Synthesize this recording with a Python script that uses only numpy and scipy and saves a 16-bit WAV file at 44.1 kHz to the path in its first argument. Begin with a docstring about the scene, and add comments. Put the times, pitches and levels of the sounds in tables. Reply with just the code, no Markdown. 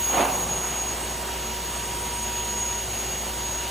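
"""A fan whistle and hissing air come first, then one roaring gulp as the cleaning stroke turns round.
Indoors, a carpet-cleaning wand is drawn slowly over carpet, close to a stereo microphone.
Air rushing into the slot is shaped noise; the gulp is a cluster of short pushes of duller noise.
The vacuum motor whines on multiples of a base pitch, mostly the seventh, the fan, over a low hum.
A low throb in the hose follows the gulp and sinks in pitch."""
import sys
import numpy as np
from scipy import signal
from scipy.fft import rfft, irfft
from scipy.io import wavfile
from scipy.ndimage import uniform_filter1d

SR = 44100
rng = np.random.default_rng(int(sys.argv[2]) if len(sys.argv) > 2 else 0)


def to_wav(sig):
    """Store sig (one row per channel, or 1-D mono) as 16-bit WAV at the path in sys.argv[1].

    Samples outside -1..1 are clipped; the rate is SR.
    """
    pcm = np.clip(np.atleast_2d(sig), -1, 1) * 32767
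    pcm = np.round(pcm).astype(np.int16)
    wavfile.write(sys.argv[1], SR, pcm.T)  # frames by channels


N = 163170
T, HZ = np.arange(N) / SR, np.fft.rfftfreq(N, 1 / SR)


def amp(db):
    """Decibels to gain."""
    return 10 ** (np.asarray(db) / 20)


def evened(x):
    """Scales to rms 1."""
    return x / np.sqrt(np.mean(abs(x) ** 2) + 1e-20)


def curve(points, t):
    """Reads a table over time."""
    return np.interp(t, *np.transpose(points))


def read(points, hz):
    """Reads a table over log frequency."""
    f, value = np.transpose(points)
    return np.interp(np.log(hz + 1), np.log(f + 1), value)


def wander(rate_hz):
    """Complex random motion of rms 1, mostly slower than the rate."""
    z = rng.standard_normal(N) + 1j * rng.standard_normal(N)
    slowness = 1 + (np.fft.fftfreq(N, 1 / SR) / rate_hz) ** 2
    return evened(np.fft.ifft(z / slowness))


def tone(turns, db, envelope):
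    """A partial at a random phase, carried by a complex envelope."""
    carrier = np.exp(2j * np.pi * (turns + rng.random()))
    return np.sqrt(2) * amp(db) * (evened(envelope) * carrier).real


# Steady hum of the machine: pitch_hz, level_db, unsteadiness (0-1)
HUM_LINES = [(58.7, -40.5, 0), (109.2, -52.5, 0.95), (223.4, -51, 0.85), (371.6, -46.5, 0.13),
             (736, -57.5, 0.45)]


def hum():
    """Low lines of the machine, each wavering by its own share."""
    out = np.zeros(N)
    for pitch_hz, level_db, loose in HUM_LINES:
        out += tone(pitch_hz * T, level_db, 1 - loose + loose * wander(rate_hz=5.7))
    return out


THROB_S, THROB_LENGTH_S, THROB_DB = .38, .25, -40  # loudest moment, swell half-length, level at its peak
THROB_START_HZ, THROB_HZ, THROB_SAG_S = 270, 135, .1  # pitch sinks from the first towards the second
THROB_WANDER_HZ = 45


def throb():
    """A low, breathy resonance in the hose that swells and fades once, sinking as the slot seals."""
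    since_last_push = np.maximum(T - PUSHES[-1][0], 0)
    pitch_hz = THROB_HZ + (THROB_START_HZ - THROB_HZ) * np.exp(-since_last_push / THROB_SAG_S)
    swell = np.exp(-((T - THROB_S) / THROB_LENGTH_S) ** 2)
    return swell * tone(np.cumsum(pitch_hz) / SR, THROB_DB, wander(THROB_WANDER_HZ))


# Base pitch of the motor's whine: time_s, pitch_hz
WHINE_PITCH = [(0, 948.3), (.27, 947.8), (.34, 950.3), (.7, 951.8), (1.3, 948.6), (1.75, 952),
               (2.62, 953.6), (2.8, 949.8), (3.7, 950)]
# Base tone, before its overall gain: time_s, level_db
WHINE_LEVEL = [(0, -41), (.7, -44), (1.8, -41.5), (1.95, -38.5), (2.78, -39), (2.88, -50), (3.18, -49),
               (3.28, -42.5), (3.7, -41)]
# Fan whistle, before its overall gain: time_s, level_db
WHISTLE_LEVEL = [(0, -37), (.05, -28.5), (.11, -27), (.29, -39.5), (.34, -30.5), (.385, -36), (.44, -32),
                 (.475, -43), (.5, -32.5), (.92, -33.5), (.99, -46), (1.12, -38), (1.2, -50), (1.47, -38.5),
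                 (1.57, -46), (1.82, -39.5), (1.97, -46), (2.06, -39), (2.14, -44), (2.21, -33),
                 (2.33, -39), (2.37, -32.5), (2.42, -36.5), (2.63, -30), (2.8, -34.5), (2.88, -43),
                 (2.92, -36.5), (3.18, -36.5), (3.32, -45), (3.42, -37), (3.58, -34.5), (3.7, -45)]
# Ninth partial, before its overall gain: time_s, level_db
NINTH_LEVEL = [(0, -49), (1.11, -44), (1.55, -56), (1.72, -45), (2.05, -45), (2.18, -39.5), (2.28, -47),
               (2.68, -42), (2.74, -50), (3.7, -50)]
# Twelfth partial: time_s, level_db
TWELFTH_LEVEL = [(0, -46), (.5, -52), (1.9, -49), (2.25, -44), (2.8, -49), (3.7, -51)]
# Weaker steady partials: multiple of the whine pitch, level_db
LOW_PARTIALS = {2: -57.5, 3: -50, 4: -57.5, 5: -59.5}
# High partials, some on half multiples, before the sizzle is added: multiple of the whine pitch, level_db
HIGH_PARTIALS = {6: -59, 7.5: -59.5, 8: -55.5, 10: -54, 11: -51.5, 12.5: -51.5, 13: -48, 13.5: -51, 14:
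                 -49.5, 14.5: -53.5, 15: -46, 16: -54}
# Sizzle of the high partials, followed in part by the top hiss: time_s, added_level_db
SIZZLE_LEVEL = [(0, 9), (.4, 5.5), (.52, 1.5), (1, 0), (2.6, -.5), (3, 1), (3.7, 0)]
FAN_MULTIPLE = 7  # the fan whistles on this multiple of the whine pitch
WHINE_GAIN_DB, WHISTLE_GAIN_DB, NINTH_GAIN_DB = -0.8, 1.4, 1  # overall level added to each curve
JITTER, JITTER_HZ = .0005, 25  # scale of the pitch wander relative to the pitch, and its rate
# Turbulence blurs each partial: shares of its steady part, then rates
FUZZ, WHINE_FUZZ, WHISTLE_FUZZ, NINTH_FUZZ, HIGH_FUZZ = 0.3, 0.2, 0.28, 0.65, .6
FUZZ_HZ, HIGH_FUZZ_HZ = 25.1, 28
SKIRT, SKIRT_HZ = 0.18, 100  # a wider breathy skirt round the fan whistle
FADE, HIGH_FADE, FADE_HZ = .25, .4, 2.5  # slow drift of the other partials


def motor():
    """Whine on whole and half multiples of one base pitch, blurred by turbulence."""
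    pitch_hz = curve(WHINE_PITCH, T) * (1 + JITTER * wander(JITTER_HZ).real)
    turns = np.cumsum(pitch_hz) / SR
    out = tone(turns, curve(WHINE_LEVEL, T) + WHINE_GAIN_DB, 1 + WHINE_FUZZ * wander(FUZZ_HZ))
    breath = 1 + WHISTLE_FUZZ * wander(FUZZ_HZ) + SKIRT * wander(SKIRT_HZ)
    out += tone(FAN_MULTIPLE * turns, curve(WHISTLE_LEVEL, T) + WHISTLE_GAIN_DB, breath)
    out += tone(9 * turns, curve(NINTH_LEVEL, T) + NINTH_GAIN_DB, 1 + NINTH_FUZZ * wander(FUZZ_HZ))
    out += tone(12 * turns, curve(TWELFTH_LEVEL, T), 1 + HIGH_FUZZ * wander(HIGH_FUZZ_HZ))
    for multiple, level_db in LOW_PARTIALS.items():
        blur = 1 + FADE * wander(FADE_HZ) + FUZZ * wander(FUZZ_HZ)
        out += tone(multiple * turns, level_db, blur)
    for multiple, level_db in HIGH_PARTIALS.items():
        blur = 1 + HIGH_FADE * wander(FADE_HZ) + HIGH_FUZZ * wander(HIGH_FUZZ_HZ)
        out += tone(multiple * turns, level_db + curve(SIZZLE_LEVEL, T), blur)
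    return out


SIZZLE_HZ, SIZZLE_SHARE = 10600, .75


def sizzle_db(t, hz):
    """Added level of the top hiss, reaching only the highest frequencies."""
    reach = 1 / (1 + (SIZZLE_HZ / (hz + 1)) ** 12)
    return SIZZLE_SHARE * curve(SIZZLE_LEVEL, t) * reach


GULP_RISE_DB_PER_S, GULP_FALL_DB_PER_S = 200, 300
LEAK_DB, LEAK_FALL_DB_PER_S, LEAK_HZ = -13.5, 12, 1600  # relative to the push, duller above LEAK_HZ


def opening(t, hz, peak_s, db):
    """The slot opens quickly, mostly shuts again, and leaks dully for a while."""
    before, after = np.maximum(peak_s - t, 0), np.maximum(t - peak_s, 0)
    leak = amp(LEAK_DB - LEAK_FALL_DB_PER_S * after) / np.hypot(1, (hz / LEAK_HZ) ** 2)
    rise = amp(db - GULP_RISE_DB_PER_S * before)
    return rise * np.hypot(amp(-GULP_FALL_DB_PER_S * after), leak)


# Air rushing into the wand: frequency_hz, level_db per Hz
RUSH = [(40, -77), (70, -68), (110, -65.5), (170, -67), (300, -71.5), (450, -67), (620, -68.5), (780, -68),
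        (1100, -71.5), (1600, -73.5), (2300, -74), (3000, -71.5), (4000, -76), (5000, -77), (6500, -77),
        (8000, -78.3)]
# Its fine top hiss, before the sizzle level is added: frequency_hz, level_db per Hz
TOP_HISS = [(10000, -80.5), (11000, -77.8), (12300, -71), (13000, -71.2), (15700, -74.5)]
# Roar while the slot is partly open, for a push of 0 dB: frequency_hz, level_db per Hz
GULP_ROAR = [(40, -85), (120, -74), (230, -53), (380, -56), (600, -52), (800, -48.5), (1200, -55.5),
             (1800, -63), (2800, -61), (4000, -72), (6000, -79), (10000, -90)]
# The carpet lets go of the slot in pushes: peak_s, level_db
PUSHES = [(.15, -5.5), (.178, -3.5), (.2, -1), (.222, -2.5), (.255, -8.5), (.285, -7)]
FLUTTER_DB = 2  # the pile flutters in the slot and roughens the gulp
PATCH_DB, SWELL_DB = 0.93, 0.26  # rms unevenness in time and pitch, and of the whole


def suction(size=512):
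    """Two unrelated draws of turbulent air: steady rush, plus a gulp that dies away as the slot seals."""
    hop = size // 4
    t = np.arange(N // hop + size // hop)[:, None] * hop / SR
    hz = np.fft.rfftfreq(size, 1 / SR)
    a, b, c, d, patches = rng.standard_normal((5, len(t), len(hz)))
    patches = uniform_filter1d(patches, size=24, axis=0)  # smooth over time
    patches = evened(uniform_filter1d(patches, size=7, axis=1))  # and over frequency
    flutter = amp(FLUTTER_DB * rng.standard_normal(t.shape))
    pushes = np.sqrt(sum(opening(t, hz, *push) ** 2 for push in PUSHES))
    gulp = pushes * amp(read(GULP_ROAR, hz)) * flutter
    rush = amp(read(RUSH + TOP_HISS, hz) + sizzle_db(t, hz))
    swell = np.interp(t, T, evened(wander(rate_hz=18).real))
    level = np.hypot(rush, gulp) * amp(PATCH_DB * patches + SWELL_DB * swell)
    # the root turns levels per Hz into sizes of the transform bins
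    z = np.array([a + 1j * b, c + 1j * d]) * level * np.sqrt(3 * SR / (2 * size))
    return signal.istft(z.transpose(0, 2, 1), nperseg=size, noverlap=size - hop)[1][:, :N]


# Likeness of the air noise on the left and right: frequency_hz, likeness (0-1)
STEREO_LIKENESS = [(250, 1), (450, .94), (740, .84), (1300, .87), (1650, 1), (4500, 1), (5000, .8),
                   (5700, 1), (8100, 1), (8700, .62), (10700, .62), (12200, .85), (12900, 1)]
# Left-right balance of the stereo sound: frequency_hz, left_minus_right_db
STEREO_BALANCE = [(200, 0), (450, -1.5), (740, -5), (1250, -5), (1700, 0)]
# Left-right phase of the stereo sound: frequency_hz, left_lead_rad
STEREO_LEAD = [(300, 0), (650, -.35), (1100, 0), (4570, 0), (5040, -3.14), (5650, -6.283), (8200, -6.283),
               (8530, -7.2), (10500, -8.1), (12000, -8.8), (12800, -9.425)]


def scene():
    """The diffuse air noise differs between left and right; everything shares their balance and phase."""
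    one, other = rfft(suction())
    same = np.clip(read(STEREO_LIKENESS, HZ), 0, 1)
    sides = np.array([[1], [-1]])  # left, right
    shared_air = one * np.sqrt((1 + same) / 2)
    opposed_air = sides * other * np.sqrt((1 - same) / 2)
    both = rfft(motor() + hum() + throb()) + shared_air + opposed_air
    balance = amp(sides * read(STEREO_BALANCE, HZ) / 2)
    phase = np.exp(1j * sides * read(STEREO_LEAD, HZ) / 2)
    return irfft(both * balance * phase, N)


LOW_CUT_HZ, EDGE_HZ = 39.5, 15750


def record(dry):
    """The microphone's low cut and the recorder's band limit."""
    low_cut = signal.butter(N=5, Wn=LOW_CUT_HZ, btype="high", fs=SR, output="sos")
    band_limit = signal.firwin(1023, EDGE_HZ, window=("kaiser", 9), fs=SR)
    return signal.oaconvolve(signal.sosfilt(low_cut, dry), band_limit[None], "same")


dry = scene()
out = record(dry)
to_wav(out)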